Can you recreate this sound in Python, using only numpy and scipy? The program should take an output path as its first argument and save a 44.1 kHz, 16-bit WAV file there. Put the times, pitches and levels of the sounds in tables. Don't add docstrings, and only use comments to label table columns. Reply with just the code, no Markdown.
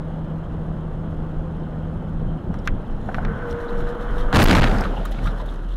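import sys
import numpy as np
from scipy import signal
from scipy.fft import rfft, irfft, next_fast_len
from scipy.io import wavfile
from scipy.ndimage import uniform_filter1d, map_coordinates

SR = 44100
rng = np.random.default_rng(int(sys.argv[2]) if len(sys.argv) > 2 else 0)


def nominal_scale(level):
    x = np.asarray(level, float) / 20
    return 10 ** x


def wav_record(signal):
    frames = np.transpose(np.atleast_2d(signal))
    bounded = np.clip(frames, -1, 1)
    quanta = np.round(bounded * 32767).astype(np.int16)
    wavfile.write(sys.argv[1], SR, quanta)


N = 254016
TIME = np.arange(N) / SR

# time in seconds, level in dB.
CRUSH_FORCE = [(4.325, -56), (4.336, -9.5), (4.346, 1), (4.365, 4.5), (4.45, -3), (4.5, -0.5),
               (4.65, -13.5), (4.8, -23), (4.92, -35.5)]
# start in seconds, level in dB, pitch in Hz signed by direction, t60 in seconds.
CHASSIS_BLOWS = [
    (4.338, -0.5, 58.5, 0.13),
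    (4.371, 5.5, -50, 0.18),
    (4.412, -5, 90.5, 0.22),
    (4.441, 5.5, -30, 0.35),
    (4.517, 4, -185, 0.15),
    (4.55, -2.5, 33.5, 0.12),
    (4.599, -6, 30.5, 1),
]
# centre in Hz, width in Hz, level in dB.
PANEL_MODES = [(73.2, 23.7, 6), (124.7, 32.5, 6.5), (196.3, 46.7, 6.5), (289, 121, 1.5), (480, 378, -4),
               (832, 328, -6), (1440, 350, -12)]
# time in seconds, half length
# in seconds, direction.
LIMIT_SHOVES = [(4.378, .0018, -1), (4.389, .001, 1), (4.451, .004, -1), (4.467, .002, 1),
                (4.49, .0022, -1), (4.506, .001, 1), (4.516, .001, 1), (4.606, .004, 1), (4.628, .002, -1)]
# time in seconds, half length in seconds, level in
# dB, direction.
BRIEF_PUSHES = [
    (4.495, .004, -6.5, -1),
    (4.556, 0.0026, -8, -0.92),
    (4.619, 0.0049, -9, 0.88),
    (4.642, 0.0024, -12, -1),
]
# time in seconds, level in dB over the shatter, fade in seconds.
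PANE_CRACKS = [(4.4555, 1.5, 0.0067), (4.4824, 2.5, .006), (4.493, 7, 0.013), (4.52, 4.5, 0.0088),
               (4.55, 7, 0.022), (4.575, 0.5, 0.018), (4.612, 1.5, .014), (4.633, 3.5, 0.011),
               (4.647, 3.5, 0.0087), (4.672, 3, 0.011)]
# frequency in Hz, level in dB per Hz.
GLASS_SPECTRUM = [(400, -120), (600, 1.5), (1500, 0.5), (2500, -5), (4000, -9.5), (8000, -37), (15500, -39),
                  (16000, -120)]
HUSH_DB, SHOVE_DB = -12, -3
GLASS_DB, GLASS_GROWS = -13.5, 0.63
GLASS_GONE_S, GLASS_GONE_DB, GLASS_DULL_S = 4.7, -12, 4.68

# time in seconds, pitch in Hz.
BOOM_PITCH = [(0, 33.6), (2.35, 32.61), (2.5, 27.1), (2.95, 25.2), (3.26, 27.94), (3.6, 25.57),
              (3.85, 33.41), (4.15, 38.97), (5.76, 37.8)]
# frequency in Hz, level in dB per Hz.
THROB_SPECTRUM = [(15, -120), (20, 22), (27, 4), (36, 8.5), (48, -26), (70, -37), (120, -120)]
# time in seconds, boom in dB, rumble in dB, half length in seconds.
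ROAD_BUMPS = [(0.0, -20, -23, 0.0072), (0.256, -41, -46, 0.04), (0.55, -38, -46, 0.15),
              (1.07, -35, -46, 0.14), (1.385, -29.5, -39, 0.024), (1.62, -35, -48, 0.057),
              (1.936, -37, -49, 0.066), (2.152, -38, -41, 0.057), (2.27, -29, -36, 0.074),
              (2.486, -40, -27, 0.03), (2.725, -24.5, -31.5, 0.041), (2.935, -26.5, -48, 0.12),
              (3.286, -24, -30.5, 0.14), (3.535, -41, -27.5, 0.028), (3.62, -32, -36, 0.033),
              (3.804, -27, -29.5, 0.084), (4.127, -29, -36, 0.16), (4.276, -30.5, -56, 0.045),
              (4.875, -36, -26, 0.0067), (4.999, -31, -26.5, 0.023), (5.11, -23, -44, 0.023),
              (5.261, -25.5, -25.5, 0.044), (5.452, -39, -38.5, 0.24), (5.76, -42, -46, 0.028)]
BOOM_DB, FREE_BOOM_DB = -34, -26.5

# time in seconds, level in dB.
TYRE_LOAD = [(0, -43), (3.05, -42.5), (3.27, -34.5), (4.05, -35), (4.22, -33), (4.86, -33), (5.14, -45),
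             (5.27, -37), (5.76, -46.5)]
# time in seconds, braking share from 0 to 1.
BRAKING_SHARE = [(3.1, 0.19), (3.3, 0.82), (4.3, 0.73), (4.9, 0.45), (5.3, 0.6)]
# frequency in Hz, level in dB per Hz.
RUMBLE_SPECTRUM = [(26, -36), (45, 4.5), (60, 1), (210, 3), (302, -10), (355, -7.5), (421, -23.5),
                   (466, -25), (500, -21), (650, -20), (1100, -120)]
ROAR_SPECTRUM = [(180, -10.5), (300, -6), (412, -8.5), (507, -5.5), (550, -9), (863, -12.5), (962, -16.5),
                 (1340, -19.5), (2600, -40.5), (3380, -75), (5720, -120)]
SCRUB_SPECTRUM = [(310, -18), (520, -2.5), (699, -3), (774, -21.5), (873, -2), (1070, -2), (1500, -1.5),
                  (2270, -22), (2600, -29.5), (3380, -58), (5720, -120)]
RUMBLE_DB, BRAKED_RUMBLE_DB, SETTLED_RUMBLE_DB = -31, -38, -43.5

# multiple of the firing rate, level in dB.
GEAR_ORDERS = [(3.83, -47), (6.45, -54)]
FIRING_HZ, LIFT_S, SAG_HZ_PER_S = 79.75, 2.36, 20
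FIRING_DB, OCTAVE_DB = -36.5, -29.5
SURGE_DB, SURGE_S = 4, 0.09

# time in seconds, pitch in Hz, level in dB.
MOAN_TRACK = [(3.27, 461.6, -48), (3.29, 459.7, -27.5), (3.33, 463, -39), (3.38, 480.3, -39),
              (3.42, 485, -35), (3.48, 476.5, -29), (3.54, 473.3, -27), (3.66, 471.4, -28),
              (3.724, 472.5, -27), (3.8, 477.4, -30), (3.92, 479.6, -27.5), (3.978, 481.8, -29.5),
              (4.054, 482, -31.5), (4.134, 484.3, -34), (4.33, 492.7, -30)]
GRIP_TIMES = [3.37, 3.678, 3.944, 3.994, 4.1]
GRIP_S, GRIP_DB = 0.009, -12

# time in seconds, pitch in Hz, level in dB.
SKID_TRACK = [(4.06, 960, -55), (4.13, 1040, -38), (4.2, 1200, -39), (4.27, 1470, -39), (4.33, 1600, -41)]
# time in seconds, level in dB.
DRUM_LEVEL = [(3.24, -56), (3.32, -41), (3.5, -46), (3.7, -50), (4.05, -53), (4.3, -51)]
DRUM_HZ = 1510

# start in seconds, peak in dB, ring in Hz, mid knock in dB, crack in dB.
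PEDAL_CLACKS = [(2.542, -30.5, 1214, -18, -18), (2.6749, -11.5, 1548, -10.5, -19.5),
                (3.088, -19.5, 734, -40, -53), (3.1, -30.5, 800, -45, -60), (3.091, -21, 1500, -30, -60),
                (3.145, -18.5, 1485, -16, -46), (3.182, -19.5, 737, -40, -65), (3.194, -36, 890, -40, -65),
                (3.204, -39, 740, -45, -65), (3.184, -17, 1480, -40, -65), (3.25, -22, 1610, -11.5, -49),
                (4.328, -13, 977, -8.5, -16.5), (4.785, -23, 1480, -6.5, -30), (4.838, -25, 1830, -6, -28)]
TORN_PARTS = [(4.703, -20.5, 762, -26, -45), (4.717, -22, 1327, -24, -55), (4.748, -21, 1410, -25, -55),
              (4.765, -29, 917, -24, -45), (4.8, -18.5, 760, -30, -55), (4.817, -20.5, 1510, -20, -40),
              (4.85, -18, 1290, -10, -42), (4.873, -31, 596, -7, -45), (4.895, -27.5, 404.5, -20, -46),
              (4.93, -26, 825, -35, -50), (4.968, -24.5, 822, -22, -44), (5.01, -27, 664, -18, -45),
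              (5.052, -23.5, 1240, -20, -45), (5.099, -33, 619, -29, -44), (5.182, -36, 790, -21, -40),
              (5.256, -23, 1235, -13, -38), (5.271, -19.5, 1387, -7, -40), (5.399, -28, 1010, -9, -40),
              (5.42, -30, 607, -30, -45)]
FURTHER_CLACKS = [(.739, -42, 910, -40, -60), (1.638, -37.5, 806, -40, -60), (3.114, -31, 1560, -40, -60),
                  (3.157, -35, 1390, -40, -60), (3.229, -33, 1550, -40, -60), (3.283, -24, 1500, -40, -60),
                  (4.329, -13, 1670, -30, -50), (5.186, -33, 2204, -40, -60)]
CLACK_CYCLES = 21.2

# start in seconds, peak in dB, ring in Hz, bright part in dB, t60 in seconds.
LOOSE_DEBRIS = [(2.863, -49, 3232, -34, 0.037), (2.9229, -59, 3200, -29.5, 0.035),
                (3.48, -51.5, 3130, -1, 0.042), (3.68, -40, 3850, -42, 0.069),
                (4.0867, -38.5, 3067, -26, 0.043), (4.186, -37, 3215, -20, 0.068),
                (4.2187, -39, 3130, -48, 0.065), (4.842, -31, 3660, -31, 0.036),
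                (4.9631, -32, 2850, -23, 0.065), (4.974, -38, 3100, -28, .05),
                (5.126, -49, 3102, -27, 0.035), (5.1844, -38, 2660, -29, 0.024),
                (5.246, -41, 3330, -6.5, 0.035), (5.268, -33.5, 3670, -30, .09),
                (5.4, -40.5, 3600, -28, 0.071), (5.459, -50.5, 3300, -0.5, 0.046),
                (5.4865, -33.5, 3470, -32.5, 0.036), (5.711, -41, 3140, -25, 0.072),
                (5.74, -42, 3640, -20, 0.032)]
HARD_CHIPS = [(2.5415, -43, 5400, -19, 0.0064), (2.589, -45, 5170, -25.5, 0.018),
              (2.6746, -25, 6700, -16, 0.0068), (3.51, -40, 5424, -12, 0.018),
              (4.427, -17, 4860, 1.5, 0.023), (4.438, -14.5, 4680, 1.5, 0.049),
              (4.7845, -23.5, 4950, -21.5, 0.0062), (4.809, -22.5, 5130, -13.5, 0.013),
              (5.0525, -39.5, 6360, 4.5, 0.031), (5.1123, -49.5, 4750, 6, 0.017)]

# time in seconds, level in dB.
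CAB_SHAKING = [(2.5, 0), (3.3, 2.5), (4.3, 8.5), (5.0, 8.5), (5.3, 6.5), (5.76, 0)]
# frequency in Hz, level in dB per Hz.
BUZZ_SPECTRUM = [(1290, -18.5), (2200, -14), (2250, -40), (2520, 4), (3110, 11.5), (4150, -4),
                 (4530, -25.5), (5000, -3.5), (6500, -40.5), (11000, -120)]
HISS_SPECTRUM = [(2470, -21), (4200, 2.5), (4710, -7.5), (6850, -4.5), (7520, -8.5), (7640, -17),
                 (9360, -3.5), (10800, -10.5), (13700, -9.5), (14700, -19.5), (15600, -41)]
SHAKEN_SPECTRUM = [(1060, -41), (1800, -1.5), (2400, -20.5), (3010, -9), (4060, -8.5), (4690, -20.5),
                   (5280, -15.5), (7570, -22), (9750, -20.5), (13700, -24.5), (15600, -32)]
# peak time in seconds, peak in dB, seconds to swell 20 dB, seconds to fall 20 dB.
TRIM_JOLTS = [(.52, -69, .01, .05), (.64, -70, .01, .05), (1.11, -67, .01, .04), (1.22, -71, .01, .04),
              (2.2, -70, .02, .06), (2.54, -62, .01, .05), (2.588, -65.5, .01, .06), (2.66, -55, .025, .04),
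              (2.87, -70, .05, .03), (2.924, -62, .03, .025), (3.03, -66, .08, .8), (3.166, -57, .1, .07),
              (3.4, -68, .8, .4), (3.51, -54, .06, .06), (3.62, -58, .1, .08), (3.7, -60, .05, .15),
              (3.808, -56.5, .2, .06), (3.892, -56, .1, .065), (4.025, -56, .045, .04),
              (4.196, -51, .1, .1), (4.27, -63, .05, .04), (4.84, -50, .006, .06), (4.86, -62, .05, .25),
              (4.97, -64, .2, .4), (5.054, -46.5, .006, .025), (5.118, -52, .01, .045),
              (5.258, -46.5, .055, .09), (5.41, -56, .15, .025), (5.46, -60, .008, .5),
              (5.712, -61, .1, .3), (5.76, -56, .01, .04)]
# start in seconds, end in seconds, pitch in Hz, level in dB.
HINGE_SQUEAKS = [
    (3.04, 3.151, 6885, -71),
    (3.115, 3.145, 5265, -70),
]
# pitch in Hz, level in dB.
ELECTRIC_WHINE = [(7854, -81)]
BUZZ_DB, HISS_DB, HISS_GROWS = -60, -67, 0.78

# frequency in Hz, level in dB under the sound.
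CHANNEL_DIFFERENCE = [(250, -28), (1000, -31.5), (4000, -10), (12000, -8)]
# start in seconds, end in seconds, lowest Hz, highest Hz.
CHANNEL_SPLITS = [(2.68, 2.65, 300, 15750), (4.33, 4.31, 300, 9000), (4.44, 4.42, 5000, 15750),
                  (4.6, 4.68, 100, 2800), (4.62, 4.62, 5500, 8500), (4.77, 4.8, 1200, 8500),
                  (5.06, 5.03, 1500, 4000)]
# start in seconds, end in seconds.
TOP_BAND_TIMES = [(4.35, 4.55), (4.79, 4.77), (5.065, 5.04), (5.125, 5.09)]
# frequency in Hz, level in dB per Hz.
SIDE_HISS_SPECTRUM = [(3500, -120), (4500, -5), (8000, 4), (12000, -2), (12600, -120)]
RAIL = .3
TOP_HZ, QUIET_TOP_HZ = 15750, 15200


def unit(x):
    return x / np.sqrt(np.mean(x ** 2) + 1e-20)


def curves(rows):
    s, *cols = np.transpose(rows)
    return [np.interp(TIME, s, c) for c in cols]


def wobble(rate):
    knots = rng.standard_normal(int(N * rate / SR) + 4)
    return map_coordinates(knots, [np.arange(N) * rate / SR])


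def filtered(x, response):
    m = next_fast_len(N + SR // 2)
    return irfft(rfft(x, m) * response(np.fft.rfftfreq(m, 1 / SR)), m)[:N]


def log_response(rows):
    f, db = np.transpose(rows)
    return lambda hz: nominal_scale(np.interp(np.log(hz + 1), np.log(f + 1), db))


def rush(spectrum, patchy_db, grain_db=1.65):
    z = signal.stft(rng.standard_normal(N), nperseg=512)[2]
    field = uniform_filter1d(rng.standard_normal(z.shape), size=6, axis=0)
    field = uniform_filter1d(field, size=10, axis=1)
    x = signal.istft(z * nominal_scale(patchy_db * unit(field)), nperseg=512)[1][:N]
    return unit(filtered(x * nominal_scale(grain_db * wobble(250)), log_response(spectrum)))


def tone(hz, wander_hz, rate):
    return np.sqrt(2) * np.sin(2 * np.pi * np.cumsum(hz + wander_hz * wobble(rate)) / SR)


def gate(t0, t1):
    return np.interp(TIME, [t0 - .03, t0, t1, t1 + .05], [0, 1, 1, 0])


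def bell(s, half, power=2):
    return np.exp(-((TIME - s) / half) ** power)


def humps(column):
    return sum(nominal_scale(row[column]) * bell(row[0], row[3]) for row in ROAD_BUMPS)


def swells(rows):
    levels = [db - 20 * np.maximum((s - TIME) / rise, (TIME - s) / fall) for s, db, rise, fall in rows]
    return nominal_scale(np.max(levels, axis=0))


def decay(t, t60, rise):
    return nominal_scale(-60 * t / t60) * (1 - np.exp(-t / rise))


def band_burst(t, lo_hz, hi_hz, t60, rise, strike=0):
    sos = signal.butter(3, [lo_hz, hi_hz], "bandpass", fs=SR, output="sos")
    click = signal.sosfilt(sos, 1. * (t == 0))
    noise = unit(signal.sosfilt(sos, rng.standard_normal(len(t))))
    return noise * decay(t, t60, rise) + strike * click / click.max()


def smear(x):
    z = signal.stft(x, nperseg=256)[2]
    z = np.abs(z) * np.exp(2j * np.pi * rng.random(z.shape))
    return signal.istft(z, nperseg=256)[1][:N]


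def panel_response(f):
    return sum((-1) ** k * nominal_scale(db) * 1j * f * w / (c * c - f * f + 1j * f * w)
               for k, (c, w, db) in enumerate(PANEL_MODES))


def crumpling(panel_db):
    lumps = rng.standard_normal(N) * nominal_scale(1.6 * wobble(60))
    return nominal_scale(panel_db) * unit(filtered(lumps, panel_response))


def shattering(panel_db):
    shatter_db = GLASS_DB + GLASS_GROWS * panel_db + GLASS_GONE_DB * gate(GLASS_GONE_S, 6)
    for s, db, fade in PANE_CRACKS:
        shatter_db = shatter_db + db * (np.arange(N) >= s * SR) * np.exp(-np.abs(TIME - s) / fade)
    glass = nominal_scale(1.2 * wobble(90)) * rush(GLASS_SPECTRUM, patchy_db=1.5, grain_db=4)
    fine = filtered(glass, lambda hz: hz > 7000)
    return nominal_scale(shatter_db) * (glass - gate(GLASS_DULL_S, 6) * fine)


def collision():
    panel_db, = curves(CRUSH_FORCE)
    panel_db = panel_db + sum(HUSH_DB * bell(s, half, 4) for s, half, _ in LIMIT_SHOVES)
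    out = crumpling(panel_db) + shattering(panel_db)
    out += nominal_scale(SHOVE_DB) * sum(way * bell(s, half, 4) for s, half, way in LIMIT_SHOVES)
    out += sum(way * nominal_scale(db) * bell(s, half) for s, half, db, way in BRIEF_PUSHES)
    for s, db, hz, t60 in CHASSIS_BLOWS:
        t = np.maximum(TIME - s, 0)
        out += nominal_scale(db - 60 * t / t60) * np.sin(2 * np.pi * hz * t)
    return out * gate(4.35, 5.2)


def cab_boom():
    hz, = curves(BOOM_PITCH)
    bumpy = np.interp(TIME, [4.3, 4.9], [.5, .08])
    swing = np.sqrt(1 - bumpy) * tone(hz, wander_hz=2.707, rate=10)
    swing = swing + np.sqrt(bumpy) * rush(THROB_SPECTRUM, patchy_db=-1.5)
    level = nominal_scale(BOOM_DB + (FREE_BOOM_DB - BOOM_DB) * gate(4.4, 6)) + humps(column=1)
    return level * nominal_scale(2.3 * wobble(8.7)) * swing


def road():
    roar_db, = curves(TYRE_LOAD)
    rumble_db = RUMBLE_DB + (BRAKED_RUMBLE_DB - RUMBLE_DB) * gate(3.35, 4.3)
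    rumble_db = rumble_db + (SETTLED_RUMBLE_DB - RUMBLE_DB) * gate(4.95, 6)
    rumble = (nominal_scale(rumble_db) + humps(column=2)) * rush(RUMBLE_SPECTRUM, patchy_db=-0.5)
    share = np.clip(curves(BRAKING_SHARE)[0], 0, 1)
    roar = np.sqrt(1 - share) * nominal_scale(7.5) * rush(ROAR_SPECTRUM, patchy_db=0.58)
    scrub = np.sqrt(share) * nominal_scale(0.5) * rush(SCRUB_SPECTRUM, patchy_db=.7)
    return rumble + nominal_scale(roar_db) * (roar + scrub)


def engine():
    t = TIME - LIFT_S
    hz = np.maximum(FIRING_HZ - SAG_HZ_PER_S * np.maximum(t, 0), FIRING_HZ / 2)
    firing_db = FIRING_DB + SURGE_DB * bell(LIFT_S + .15, SURGE_S) + .6 * wobble(2.7)
    octave_db = OCTAVE_DB + SURGE_DB * bell(LIFT_S, SURGE_S) + 0.4 * wobble(20)
    firing = nominal_scale(firing_db) * tone(hz, wander_hz=0.4, rate=6)
    octave = nominal_scale(octave_db) * tone(2 * hz, wander_hz=.5, rate=5)
    gears = sum(nominal_scale(db + 1.3 * wobble(6.4)) * tone(k * hz, wander_hz=1.22, rate=9.6) for k, db in GEAR_ORDERS)
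    return firing * gate(-1, 2.68) + octave * gate(-1, LIFT_S) + gears * gate(-1, 2.9)


def tyre_moan():
    hz, db = curves(MOAN_TRACK)
    db = db + sum(GRIP_DB * bell(s, GRIP_S) for s in GRIP_TIMES)
    uneven = nominal_scale(1.6 * wobble(45))
    return gate(3.29, 4.33) * nominal_scale(db - 1.5) * uneven * tone(hz, wander_hz=3.54, rate=45)


def brakes():
    hz, db = curves(SKID_TRACK)
    drum_db, = curves(DRUM_LEVEL)
    skid = gate(4.08, 3.9) * nominal_scale(db + 2.5 * wobble(40)) * tone(hz, wander_hz=12, rate=56)
    drum = gate(3.25, 4.3) * nominal_scale(drum_db + 2.8 * wobble(30)) * tone(DRUM_HZ, wander_hz=30, rate=50)
    return skid + drum


def clacks(rows, firm=False):
    out, t = np.zeros(N + SR), np.arange(SR // 5) / SR
    for s, db, hz, mid_db, crack_db in rows:
        t60 = CLACK_CYCLES / hz
        hard = firm and mid_db > -29
        dull = s < CRUSH_FORCE[1][0] and not hard
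        rise = .0003 if hard else .0008 if dull else .0015
        modes = [(.8, 0.49 * hard), (.91, 0.44), (1, 0.79), (1.14, 0.24 + 0.27 * hard), (1.27, 0.27 * hard)]
        ring = sum(g * np.sin(2 * np.pi * k * hz * t) for k, g in modes)
        ring = ring * decay(t, (1.7 if hard or dull else 3.2) * t60, rise)
        rattle = band_burst(t, 0.69 * hz, 1.57 * hz, 4.0 * t60, rise, strike=0.85 * hard)
        knock = nominal_scale(mid_db) * band_burst(t, 2500, 4100, 1.6 * t60, rise, strike=2.9 * hard)
        crack = nominal_scale(crack_db) * band_burst(t, 4500, 14000, 0.4 * t60, rise, strike=1.9 * hard)
        hit = ring + (0.2 - 0.15 * dull) * rattle + 0.56 * (knock + crack)
        out[round(s * SR):][:len(t)] += nominal_scale(db + 3.5) * hit
    return out[:N]


def debris():
    out, t = np.zeros(N + SR), np.arange(SR // 5) / SR
    for hard, rows in enumerate((LOOSE_DEBRIS, HARD_CHIPS)):
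        for s, db, hz, bright_db, t60 in rows:
            rise = t60 / (16 + 40 * hard)
            ring = band_burst(t, 0.95 * hz, 1.11 * hz, 1.2 * t60, rise, strike=1.25 * hard)
            chirp = np.sin(2 * np.pi * hz * t * (1 + 0.52 * t)) * decay(t, t60, rise)
            wide = band_burst(t, 0.99 * hz, 1.55 * hz, t60, rise, strike=0.96 * hard)
            spit = nominal_scale(bright_db) * band_burst(t, 9000, 15500, t60, rise, strike=1.5 * hard)
            hit = 0.62 * ring + 0.52 * (1 - hard) * chirp + (0.081 + 0.25 * hard) * wide + spit
            out[round(s * SR):][:len(t)] += nominal_scale(db + 1.5) * hit
    return out[:N]


def trim():
    shaking_db, = curves(CAB_SHAKING)
    buzz = nominal_scale(BUZZ_DB + shaking_db) * rush(BUZZ_SPECTRUM, patchy_db=1.5, grain_db=1.2)
    hiss = nominal_scale(HISS_DB + HISS_GROWS * shaking_db) * rush(HISS_SPECTRUM, patchy_db=0.5, grain_db=2.0)
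    out = buzz + hiss + nominal_scale(8) * swells(TRIM_JOLTS) * rush(SHAKEN_SPECTRUM, patchy_db=1.5, grain_db=3)
    for t0, t1, hz, db in HINGE_SQUEAKS:
        out += gate(t0, t1 - .04) * nominal_scale(db + 3.5 * wobble(45.0)) * tone(hz, wander_hz=30, rate=40)
    for hz, db in ELECTRIC_WHINE:
        out += nominal_scale(db) * tone(hz, wander_hz=1.5, rate=4.6)
    return out


def scene():
    mono = collision() + cab_boom() + road() + engine() + tyre_moan() + brakes()
    mono = mono + clacks(PEDAL_CLACKS, firm=True) + clacks(TORN_PARTS) + clacks(FURTHER_CLACKS)
    mono = mono + debris() + trim()
    return np.array([mono, mono])


def preamplifier(x):
    clipped = x / (1 + np.abs(x / RAIL) ** 5) ** (1 / 5)
    clipped = clipped + nominal_scale(-18.0) * filtered(x - clipped, lambda hz: 1j * hz / (1500 + 1j * hz))
    creep = lambda hz: .8 + .22 / (1 + 1j * hz / 70)
    return filtered(clipped, lambda hz: creep(hz) / (1 + 1j * hz / 9000) * (hz < TOP_HZ))


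def channel_difference(mid):
    unlike_gain = log_response(CHANNEL_DIFFERENCE)
    unlike = filtered(smear(mid), lambda hz: unlike_gain(hz) * (hz < TOP_HZ))
    side = 0.068 * unlike
    for t0, t1, lo, hi in CHANNEL_SPLITS:
        side = side + gate(t0, t1) * filtered(unlike, lambda hz: (hz > lo) & (hz < hi))
    side = side + nominal_scale(-87) * gate(-1, 3.3) * rush(SIDE_HISS_SPECTRUM, patchy_db=10.0)
    bass = filtered(smear(mid), lambda hz: 1 / (1 + (hz / 110) ** 4))
    return side + nominal_scale(-28.0) * bass


def roll_off(x):
    return signal.sosfilt(signal.butter(12, 15750, fs=SR, output="sos"), x)


def record(dry):
    mid = preamplifier(dry[0])
    mid = mid + filtered(smear(mid), lambda hz: nominal_scale(-23) * hz / (hz + 400) * (hz < TOP_HZ))
    top = filtered(mid, lambda hz: hz > QUIET_TOP_HZ)
    mid = mid - top * (1 - np.minimum(sum(gate(t0, t1) for t0, t1 in TOP_BAND_TIMES), 1))
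    side = channel_difference(mid)
    return roll_off(np.array([mid + side, mid - side]))


dry = scene()
out = record(dry)
wav_record(out)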